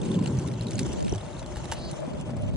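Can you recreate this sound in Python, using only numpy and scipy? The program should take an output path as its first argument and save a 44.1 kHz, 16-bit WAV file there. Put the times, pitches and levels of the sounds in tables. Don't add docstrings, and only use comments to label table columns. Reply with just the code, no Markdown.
import sys
import numpy as np
from scipy import signal
from scipy.fft import rfft, irfft, next_fast_len
from scipy.io import wavfile

SR = 44100
rng = np.random.default_rng(int(sys.argv[2]) if len(sys.argv) > 2 else 0)


def generate_wav(signal):
    frames = np.transpose(np.atleast_2d(signal))
    scaled = np.clip(frames, -1, 1) * 32767
    pcm = np.round(scaled).astype(np.int16)
    wavfile.write(sys.argv[1], SR, pcm)


N = 112896

# start_s, common_level_db, common_upper_db (relative to its low part),
# common_deep_db (likewise), opposed_db (relative to common), opposed_upper_db (relative to its low part)
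WIND = [(0.0, -36, -1, -12, 2.5, -8), (0.22, -26.5, -7.5, -26, -20.5, 4), (0.28, -31, -2.5, -32, -15, 1.5),
        (0.39, -32.5, -7, -15, -22, 2), (0.42, -34.5, -0.5, -19, -18, 1), (0.45, -34, -3.5, -5, -13, 1),
        (0.54, -34, -6, -16, -7.5, -9), (0.61, -35, -7.5, 5, -31, 11), (0.69, -35.5, -3.5, -43, -9.5, -2),
        (0.81, -32, -7.5, -19, -0.5, -13), (0.9, -40, 3.5, 1.5, -0.5, -5),
        (1.01, -41, -4.5, -6.5, 12, -4.5), (1.04, -38.5, -10, -12, 8, -1), (1.08, -42.5, -36, -6, 15.5, -5),
        (1.13, -31.5, -3.5, -7.5, -7, -6), (1.2, -45, -7, -1, -10, -13), (1.85, -42.5, -4, -1.5, -1, -5),
        (2.05, -54.5, -8, -11, 12.5, 1.5), (2.08, -40, -12.5, -30, 3, -6), (2.12, -40, -6, -10, 1, -3),
        (2.33, -37, -8.5, -11, -6, -12), (2.47, -36.5, -25, -13, 0, -6), (2.5, -41.5, -11, -12, 14, -19),
        (2.56, -36.5, -7, 5, -1, -7)]
# frequency_hz, density_db
WIND_LOW = [(70, -15), (100, -4), (150, 1.5), (220, 0.5), (300, -10.5), (400, -39)]
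WIND_HIGH = [(160, -34), (270, -2), (387, 0), (427, -10.5), (553, -9.5), (586, -16), (621, -31), (701, -43),
             (863, -15.5), (1020, -21.5), (1260, -37), (1500, -30), (1950, -53), (3300, -120)]
OPPOSED_HIGH = [(160, -32), (270, -5), (400, -3.5), (600, -2), (800, -16), (1000, -15), (1250, -32),
                (1950, -57), (3300, -120)]
WIND_DEEP = [(18, -43), (30, -24), (50, 4.5), (75, 6), (100, -4), (140, -34)]
# start_s, level_db
DEEP_OPPOSED = [(0, -41), (.2, -45), (.4, -39), (.56, -63), (.72, -39), (.9, -36), (1.1, -51), (1.4, -37),
                (1.68, -47), (1.84, -39), (2.0, -45), (2.3, -40), (2.5, -27), (2.56, -30)]
# centre_s, level_db, pitch_hz
THUMPS = [(0.174, -13.5, 170), (0.2146, -16, 206), (0.311, -19, 131), (0.388, -13, 135), (1.04, -28, 118),
          (1.116, -24, 102), (1.127, -28, 700), (1.1277, -23.5, 368), (1.1304, -21, 332),
          (1.575, -27, 71.7), (1.708, -28.5, 86.5), (1.931, -28, 153), (2.08, -28, 220)]
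# start_s, pitch_hz, level_db
BUFFET = [(0, 149, -47), (.1, 166.3, -34.5), (.2, 190.3, -41), (.27, 139.9, -31.5), (.34, 127.4, -27),
          (.47, 131.3, -30.5), (.6, 115.2, -32.5), (.73, 109.1, -38.5), (.83, 136.5, -29),
          (.95, 132.1, -69), (1.04, 109.6, -36.5), (1.13, 103, -29.5), (1.22, 110, -47),
          (2.2, 148.6, -44.5), (2.4, 110.9, -37.5), (2.56, 96.6, -36)]
WIND_LUMP_DB, WIND_LUMP_HZ = 2, 20.0
THUMP_CYCLES = 1
BUFFET_DRIFT_HZ = 11

# start_s, level_db, common_middle_db and opposed_middle_db (extra near 3 kHz)
HISS = [(0.0, -45.5, 1, 3), (0.43, -52, 0.6, 1), (0.57, -51, 2, 1.5), (0.91, -47, -1.2, 2),
        (1.1, -48.5, -1, 0), (1.49, -53, 0.5, 3), (1.77, -52, 1.5, 3), (1.85, -57, -2, 9), (1.9, -49, 3, 4),
        (1.95, -52.5, -9.5, 3), (2.16, -55.5, 2.5, 5.5), (2.37, -59, -6, 9.5), (2.56, -54, -7.5, 6)]
# frequency_hz, density_db
HISS_COLOUR = [(710, 10), (1200, -9), (1480, -7.5), (1920, -8.5), (2270, -5.5), (2830, -6.5), (4040, -5.5),
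               (4850, -10.5), (6110, -7.5), (7930, -6), (9250, -10.5), (10800, -26), (12000, -54.5),
               (15600, -88), (22000, -120)]
# frequency_hz, gain_db
HISS_APART = [(1200, -2), (1900, -6), (2500, 3), (3400, 2), (4000, -3), (4800, 2), (6000, 0), (9000, -2),
              (12000, -4)]
# low_hz, high_hz
HISS_BANDS = [(1000, 2400), (2400, 3600), (3600, 5200), (5200, 7600), (7600, 13000)]
HISS_FLICKER_DB, HISS_FLICKER_HZ = 3, 17
HISS_PATCH_DB, HISS_PATCH_HZ = 1.3, 11.3
HISS_APART_SHARE, HISS_TOP_HZ = 1.3, 9900
CRACKLE_PER_S, CRACKLE_DB = 260, -59.5
CRACKLE_SNAP = 1.2

# start_s, drone_level_db, roar_level_db, drone_left_over_right_db
ROLL = [(0, -50, -51, 17), (.15, -52, -51, 27), (.5, -46.5, -49, 26), (.85, -44, -59, 27),
        (.98, -39.5, -49, 14), (1.02, -45, -54, 8), (1.095, -47, -65, 15), (1.13, -42.5, -47.5, 28),
        (1.5, -44, -48, 39), (1.8, -41.5, -44.5, 15), (1.88, -38.5, -52, 20), (1.93, -43, -45, 20),
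        (2.0, -38.5, -49, 23), (2.07, -40.5, -47, 19), (2.13, -39, -50.5, 16), (2.25, -44, -48, 16),
        (2.4, -39, -52, 6), (2.48, -37.5, -53.5, 8), (2.56, -44, -57, 14)]
# pitch_hz, width_hz, relative_gain_db
DECK = [(580.3, 5.6, 12.5), (606, 40, 19), (667, 30, -7)]
# frequency_hz, density_db
ROAR = [(180, -44), (300, -2.5), (355, 5.5), (406, -24), (451, 0.5), (584, -2.5), (855, -2.5), (1140, -9),
        (2500, -22), (3250, -68), (5500, -120)]
BUMPS_PER_S, BUMP_SPREAD_DB = 900, 3.5
ROAR_APART = 0.76

# start_s, level_db, ping_pitch_hz, ping_db (relative), snap_brightness (0 to 1)
TICKS = [(0.0156, -26.5, 3440, -9.5, 1), (0.0304, -53, 2600, 12, 0.2), (0.0883, -36.5, 2270, -8, 0.1),
         (0.115, -31.5, 3540, -1.5, 0.2), (0.1433, -33, 3470, -3.5, 0.3), (0.1524, -29.5, 3200, -15, 0.1),
         (0.189, -28.5, 2900, -21, 0.24), (0.225, -33.5, 2180, -10, 0.2), (0.2592, -22, 2900, -8, 0.2),
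         (0.2714, -32, 7520, 0, 0.04), (0.2756, -27.5, 4380, -7, 0.03), (0.3057, -60, 2180, -17, 0.4),
         (0.3703, -30, 2200, -17, 0.35), (0.387, -30.5, 6040, -2, 0.5), (0.394, -28, 2680, -17, 0.5),
         (0.4747, -30, 9450, -2, 0.1), (0.4847, -34, 3630, -5.5, 0.1), (0.514, -34, 2370, -7, 0.2),
         (0.537, -33, 4100, -6, 0.1), (0.5945, -37.5, 2817, -3.5, 0.5), (0.6095, -32.5, 4070, -1, 0.2),
         (0.6677, -31, 4020, -4, 0.3), (0.6837, -31, 3863, -3.5, 0.5), (0.7078, -19, 6870, -19, 0.64),
         (0.7172, -27, 3580, -18, 0.2), (0.7322, -31, 5800, -4, 0.04), (0.7549, -33.5, 6680, 2.5, 0.2),
         (0.7809, -34, 4240, 1, 0.6), (0.7913, -13, 4660, -16.5, 0.39), (0.8068, -25, 6200, -20, 0.5),
         (0.8307, -31, 5890, -2, 0.21), (0.8644, -25.5, 7300, -9, 0.97), (0.8904, -49, 2135, 3, 0.44),
         (0.9188, -29.5, 2760, -11.5, 0.5), (0.9282, -29.5, 5720, -5.5, 0.5),
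         (0.9325, -21.5, 7830, -13.5, 0.6), (0.9709, -44, 3930, 0, 0.1), (0.9926, -30, 3830, -17, 0.46),
         (1.0047, -26, 1980, -36, 0.25), (1.0252, -28.5, 6900, -7, 0.3), (1.047, -28, 2620, -13, 0.37),
         (1.067, -40, 2750, -2, 0), (1.0803, -24, 2630, -28, 0.17), (1.0938, -39, 5860, 6.5, 0.4),
         (1.123, -34.5, 5830, 5, 0.2), (1.1362, -30, 3050, -6, 0.33), (1.1483, -32, 6000, -7.5, 0.3),
         (1.1566, -28, 5900, -10, 0.4), (1.18, -30, 3390, -8, 0), (1.2104, -41.5, 3720, 0.5, 0.46),
         (1.262, -54.5, 3565, 10, 0.55), (1.3304, -43, 3800, 0, 0.2), (1.3664, -42.5, 3660, 0.5, 0.7),
         (1.3931, -29.5, 3960, -10.5, 0.48), (1.4151, -52, 5980, 7, 0.49), (1.4276, -30.5, 3500, -14, 0),
         (1.461, -26.5, 4150, -19, 0.57), (1.5211, -45, 2154, -1, 0.3), (1.6422, -27.5, 2100, -20, 0.37),
         (1.654, -26, 3900, -19, 0.4), (1.9127, -20.5, 9140, -15, 0.74), (1.9672, -39, 7120, -8, 1),
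         (2.0022, -33, 8760, -10, 0.46), (2.0655, -33, 3263, -15, 0.43), (2.1474, -46, 2038, -2, 0.47),
         (2.185, -40, 4400, -18, 0.18), (2.2104, -24.5, 9000, -17, 0.9), (2.3045, -34, 4715, -12, 0.3),
         (2.3673, -29.5, 2190, -34, 0.6), (2.4212, -33, 9000, -8, 0.7)]
PING_WIDTH_S, OVERTONE_RATIO, OVERTONE_DB = 0.0013, 2.4, -7
SNAP_T60_S, SNAP_LOW_HZ, SNAP_RISE_S = 0.042, 1310, 0.00036
SNAP_GAIN, SNAP_APART = 0.46, .8
CRACK_DB, CRACK_S = 2, .0025
TICK_TOP_HZ = 10000

# time_s (the note starts two rise times before it),
# level_db (before KNOCK_GAIN_DB), pitch_hz
KNOCKS = [(.149, -25.5, 553), (0.189, -34.5, 1014), (.449, -33.5, 1010), (.752, -31, 610), (1.99, -32, 622),
          (2.03, -28, 593), (2.153, -33, 609)]
KNOCK_RISE_S, KNOCK_T60_S = 0.00195, 0.05
KNOCK_GAIN_DB, KNOCK_LEFT_OVER_RIGHT_DB = 4.0, 15

# start_s, level_db, low_edge_hz, t60_s
CRUNCH = [(1.559, -31, 890, 0.015), (1.568, -30, 480.5, 0.025), (1.7152, -20.5, 2070, 0.028),
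          (1.7208, -18.5, 480, 0.024), (1.7262, -26, 485.4, 0.014), (1.7325, -24.5, 2490, 0.023),
          (1.737, -33, 1502, 0.063)]
# pitch_hz, relative_db, t60_s
HEEL = [(523, -8.5, 0.021), (854, 0, 0.024), (1675, 5.5, 0.0053), (2900, -9, 0.018)]
# centre_hz, width_hz, level_db; the second swells more steeply with the stroke
SCUFF_BANDS = [(4130, 540, -50), (4660, 610, -49.5)]
HEEL_RISE_S, HEEL_RING_GAIN = 0.00081, 1.05
SCUFF_S, SCUFF_PEAK_S, SCUFF_END_S = 1.745, 1.845, 1.917

# frequency_hz, left_lead_rad
PORT_PHASE = [(0, 0), (700, .9), (1400, .2), (2300, 0), (2900, -1.6), (3400, -1.1), (3950, .1), (4600, -1),
              (5500, -1.8), (7300, -1), (8500, -1.6), (10000, -2.4), (11500, -1.9)]
MIC_CUTOFF_HZ, MIC_STOP_HZ = 10900, 12500


def from_db(db):
    return 10 ** (np.asarray(db) / 20)


def rms_one(x):
    return x / np.sqrt(np.mean(x ** 2) + 1e-20)


def in_time(rows):
    s, *columns = np.transpose(rows)
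    return [np.interp(np.arange(N) / SR, s, c) for c in columns]


def coloured(x, points):
    hz, db = np.transpose(points)
    f = np.maximum(np.fft.rfftfreq(N, 1 / SR), 1)
    gain_db = np.interp(np.log(f), np.log(hz), db, left=-90, right=-90)
    return rms_one(irfft(rfft(x) * from_db(gain_db), N))


def drift(rate_hz):
    r = np.exp(-2 * np.pi * rate_hz / SR)
    settled = signal.lfilter([1], [1, -2 * r, r * r], rng.standard_normal(N + SR))[SR:]
    return rms_one(settled)


def resonance(x, hz, width_hz):
    r = np.exp(-np.pi * width_hz / SR)
    poles = [1, -2 * r * np.cos(2 * np.pi * hz / SR), r * r]
    return signal.lfilter(np.array([1, 0, -1]) * (1 - r * r) / 2, poles, x)


def grains(per_s, spread_db):
    struck = rng.random(N) < per_s / SR
    size = from_db(spread_db * np.minimum(rng.exponential(1, N), 4))
    return struck * size * rng.choice([-1, 1], N)


def burst(noise, low_hz, t60):
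    t = np.arange(len(noise)) / SR
    high_pass = signal.butter(2, low_hz, "high", fs=SR, output="sos")
    x = signal.sosfilt(high_pass, noise) * from_db(-60 * t / t60)
    return x / np.abs(x).max()


def add(out, s, sound):
    i = int(s * SR)
    out[i:i + len(sound)] += sound[:N - i]


def two_ports(x):
    hz, lead = np.transpose(PORT_PHASE)
    size = next_fast_len(N + 2048)
    half_turn = np.exp(.5j * np.interp(np.fft.rfftfreq(size, 1 / SR), hz, lead))
    spectrum = rfft(x, size)
    left = irfft(spectrum * half_turn, size)[:N]
    right = irfft(spectrum / half_turn, size)[:N]
    return np.array([left, right])


def lumpy_pressure(level_db, parts):
    noise = sum(from_db(db) * coloured(rng.standard_normal(N), colour)
                for db, colour in [(0, WIND_LOW), *parts])
    return noise * from_db(level_db + WIND_LUMP_DB * drift(WIND_LUMP_HZ))


def buffet():
    hz, db = in_time(BUFFET)
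    turn = 2 * np.pi * np.cumsum(hz) / SR
    band = drift(BUFFET_DRIFT_HZ) * np.cos(turn) + drift(BUFFET_DRIFT_HZ) * np.sin(turn)
    return from_db(db) * rms_one(band)


def pushes():
    t, out = np.arange(N) / SR, 0
    for s, db, hz in THUMPS:
        bell = np.exp(-((t - s) * hz / THUMP_CYCLES) ** 2 * 2)
        out = out + from_db(db) * np.sin(2 * np.pi * hz * (t - s)) * bell
    return out


def wind():
    level_db, upper_db, deep_db, opposed_db, opposed_upper_db = in_time(WIND)
    common = lumpy_pressure(level_db, [(upper_db, WIND_HIGH), (deep_db, WIND_DEEP)])
    opposed = from_db(opposed_db) * lumpy_pressure(level_db, [(opposed_upper_db, OPPOSED_HIGH)])
    deepest_db, = in_time(DEEP_OPPOSED)
    opposed = opposed + from_db(deepest_db) * coloured(rng.standard_normal(N), WIND_DEEP)
    return common + opposed * [[1], [-1]] + buffet() + pushes()


def crackle():
    clicks, dealt = grains(CRACKLE_PER_S, 3.0), rng.integers(0, 14, N)
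    pings = sum(resonance(resonance(clicks * (dealt == k), hz, 150.0), hz, 290.0)
                for k, hz in enumerate(np.geomspace(2200, 9200, 14)))
    decay = np.exp(-1 / (0.0033 * SR))
    puffs = signal.lfilter([1], [1, -decay], np.abs(clicks)) * rng.standard_normal(N)
    return rms_one(pings) + CRACKLE_SNAP * coloured(puffs, HISS_COLOUR)


def hiss():
    level_db, common_middle_db, opposed_middle_db = in_time(HISS)
    faint = crackle()
    apart = coloured(rng.standard_normal((2, N)), HISS_COLOUR)
    apart = coloured(apart, [(30, -9), *HISS_APART, (22050, -9)])
    ports = two_ports(coloured(rng.standard_normal(N), HISS_COLOUR)) + HISS_APART_SHARE * apart
    sides = np.array([ports[0] + ports[1], ports[0] - ports[1]])
    middle_db = np.array([common_middle_db, opposed_middle_db])
    patchy = np.zeros((2, N))
    for k, band in enumerate(HISS_BANDS):
        gain_db = HISS_PATCH_DB * drift(HISS_PATCH_HZ) + (k == 1) * middle_db
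        band_pass = signal.butter(2, band, "band", fs=SR, output="sos")
        patchy += from_db(gain_db) * signal.sosfilt(band_pass, sides)
    common, opposed = patchy
    ports = common + opposed * [[1], [-1]]
    ports = signal.sosfilt(signal.cheby1(10, 1, HISS_TOP_HZ, fs=SR, output="sos"), ports)
    steady = from_db(level_db + HISS_FLICKER_DB * drift(HISS_FLICKER_HZ)) * rms_one(ports)
    return steady + two_ports(from_db(level_db - level_db.mean() + CRACKLE_DB) * faint)


def rolling():
    drone_db, roar_db, pan_db = in_time(ROLL)
    bumps = grains(BUMPS_PER_S, BUMP_SPREAD_DB)
    drone = rms_one(sum(from_db(db + 2.0 * drift(4.2)) * resonance(bumps, hz, width)
                        for hz, width, db in DECK))
    drone_ports = from_db(drone_db) * drone * from_db(np.array([0 * pan_db, -pan_db]))
    roar = two_ports(coloured(bumps + 0.5 * rng.standard_normal(N), ROAR))
    roar = roar + ROAR_APART * coloured(rng.standard_normal((2, N)), ROAR)
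    roar_ports = from_db(roar_db + 2.3 * drift(40)) * roar * from_db([[1.5], [-1.5]])
    return drone_ports + roar_ports


def ticks():
    length = 1500
    out, t = np.zeros((3, N)), np.arange(length) / SR
    rise = np.minimum(t / SNAP_RISE_S, 1)
    crack = from_db(CRACK_DB * np.exp(-(t / CRACK_S) ** 2))
    noises = rng.standard_normal((len(TICKS), 3, length))
    for (s, db, hz, ping_db, bright), noise in zip(TICKS, noises):
        tone = np.sin(2 * np.pi * hz * t)
        overtone = from_db(OVERTONE_DB) * np.sin(2 * np.pi * OVERTONE_RATIO * hz * t)
        ping = (tone + overtone) * np.exp(-(t / PING_WIDTH_S - 1.3) ** 2)
        tilt = np.clip(2 * bright - 1, -.9, .95)
        for k, share in enumerate([1, SNAP_APART, SNAP_APART]):
            tilted = signal.lfilter([1, -max(tilt, 0)], [1, min(tilt, 0)], noise[k])
            snap = SNAP_GAIN * share * burst(tilted * rise * crack, SNAP_LOW_HZ, SNAP_T60_S)
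            add(out[k], s, from_db(db) * (snap + (k == 0) * from_db(ping_db) * ping))
    low_pass = signal.butter(8, TICK_TOP_HZ, fs=SR, output="sos")
    return signal.sosfilt(low_pass, two_ports(out[0]) + out[1:])


def knocks():
    out, t = np.zeros(N), np.arange(4000) / SR
    rise = 1 - np.exp(-t / KNOCK_RISE_S)
    for s, db, hz in KNOCKS:
        decay = from_db(db + KNOCK_GAIN_DB - 60 * t / KNOCK_T60_S)
        add(out, s - 2 * KNOCK_RISE_S, decay * rise * np.sin(2 * np.pi * hz * t))
    return out * from_db(np.array([[0], [-KNOCK_LEFT_OVER_RIGHT_DB]]))


def scuff():
    times = [SCUFF_S, SCUFF_S + .01, SCUFF_PEAK_S, SCUFF_END_S - .008, SCUFF_END_S]
    stroke = np.interp(np.arange(N) / SR, times, [0, .55, 1, .75, 0])
    rub = 0
    for k, (hz, width, db) in enumerate(SCUFF_BANDS):
        band = resonance(resonance(rng.standard_normal(N), hz, width), hz, width)
        rub = rub + from_db(db) * stroke ** k * rms_one(band)
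    return from_db(0.57 * drift(50)) * stroke * rub


def heel():
    out, t = np.zeros(N), np.arange(4000) / SR
    rise = 1 - np.exp(-t / HEEL_RISE_S)
    for (s, db, low_hz, t60), noise in zip(CRUNCH, rng.standard_normal((len(CRUNCH), 4000))):
        ring = sum(from_db(tone_db - 60 * t / tone_t60) * np.sin(2 * np.pi * hz * t)
                   for hz, tone_db, tone_t60 in HEEL if hz > low_hz)
        add(out, s, from_db(db) * (burst(noise * rise, low_hz, t60) + HEEL_RING_GAIN * ring * rise))
    return out + scuff()


def scene():
    return wind() + rolling() + hiss() + ticks() + two_ports(heel()) + knocks()


def record(dry):
    soft = signal.sosfilt(signal.butter(6, MIC_CUTOFF_HZ, fs=SR, output="sos"), dry)
    return signal.sosfilt(signal.cheby2(12, 60, MIC_STOP_HZ, fs=SR, output="sos"), soft)


dry = scene()
out = record(dry)
generate_wav(out)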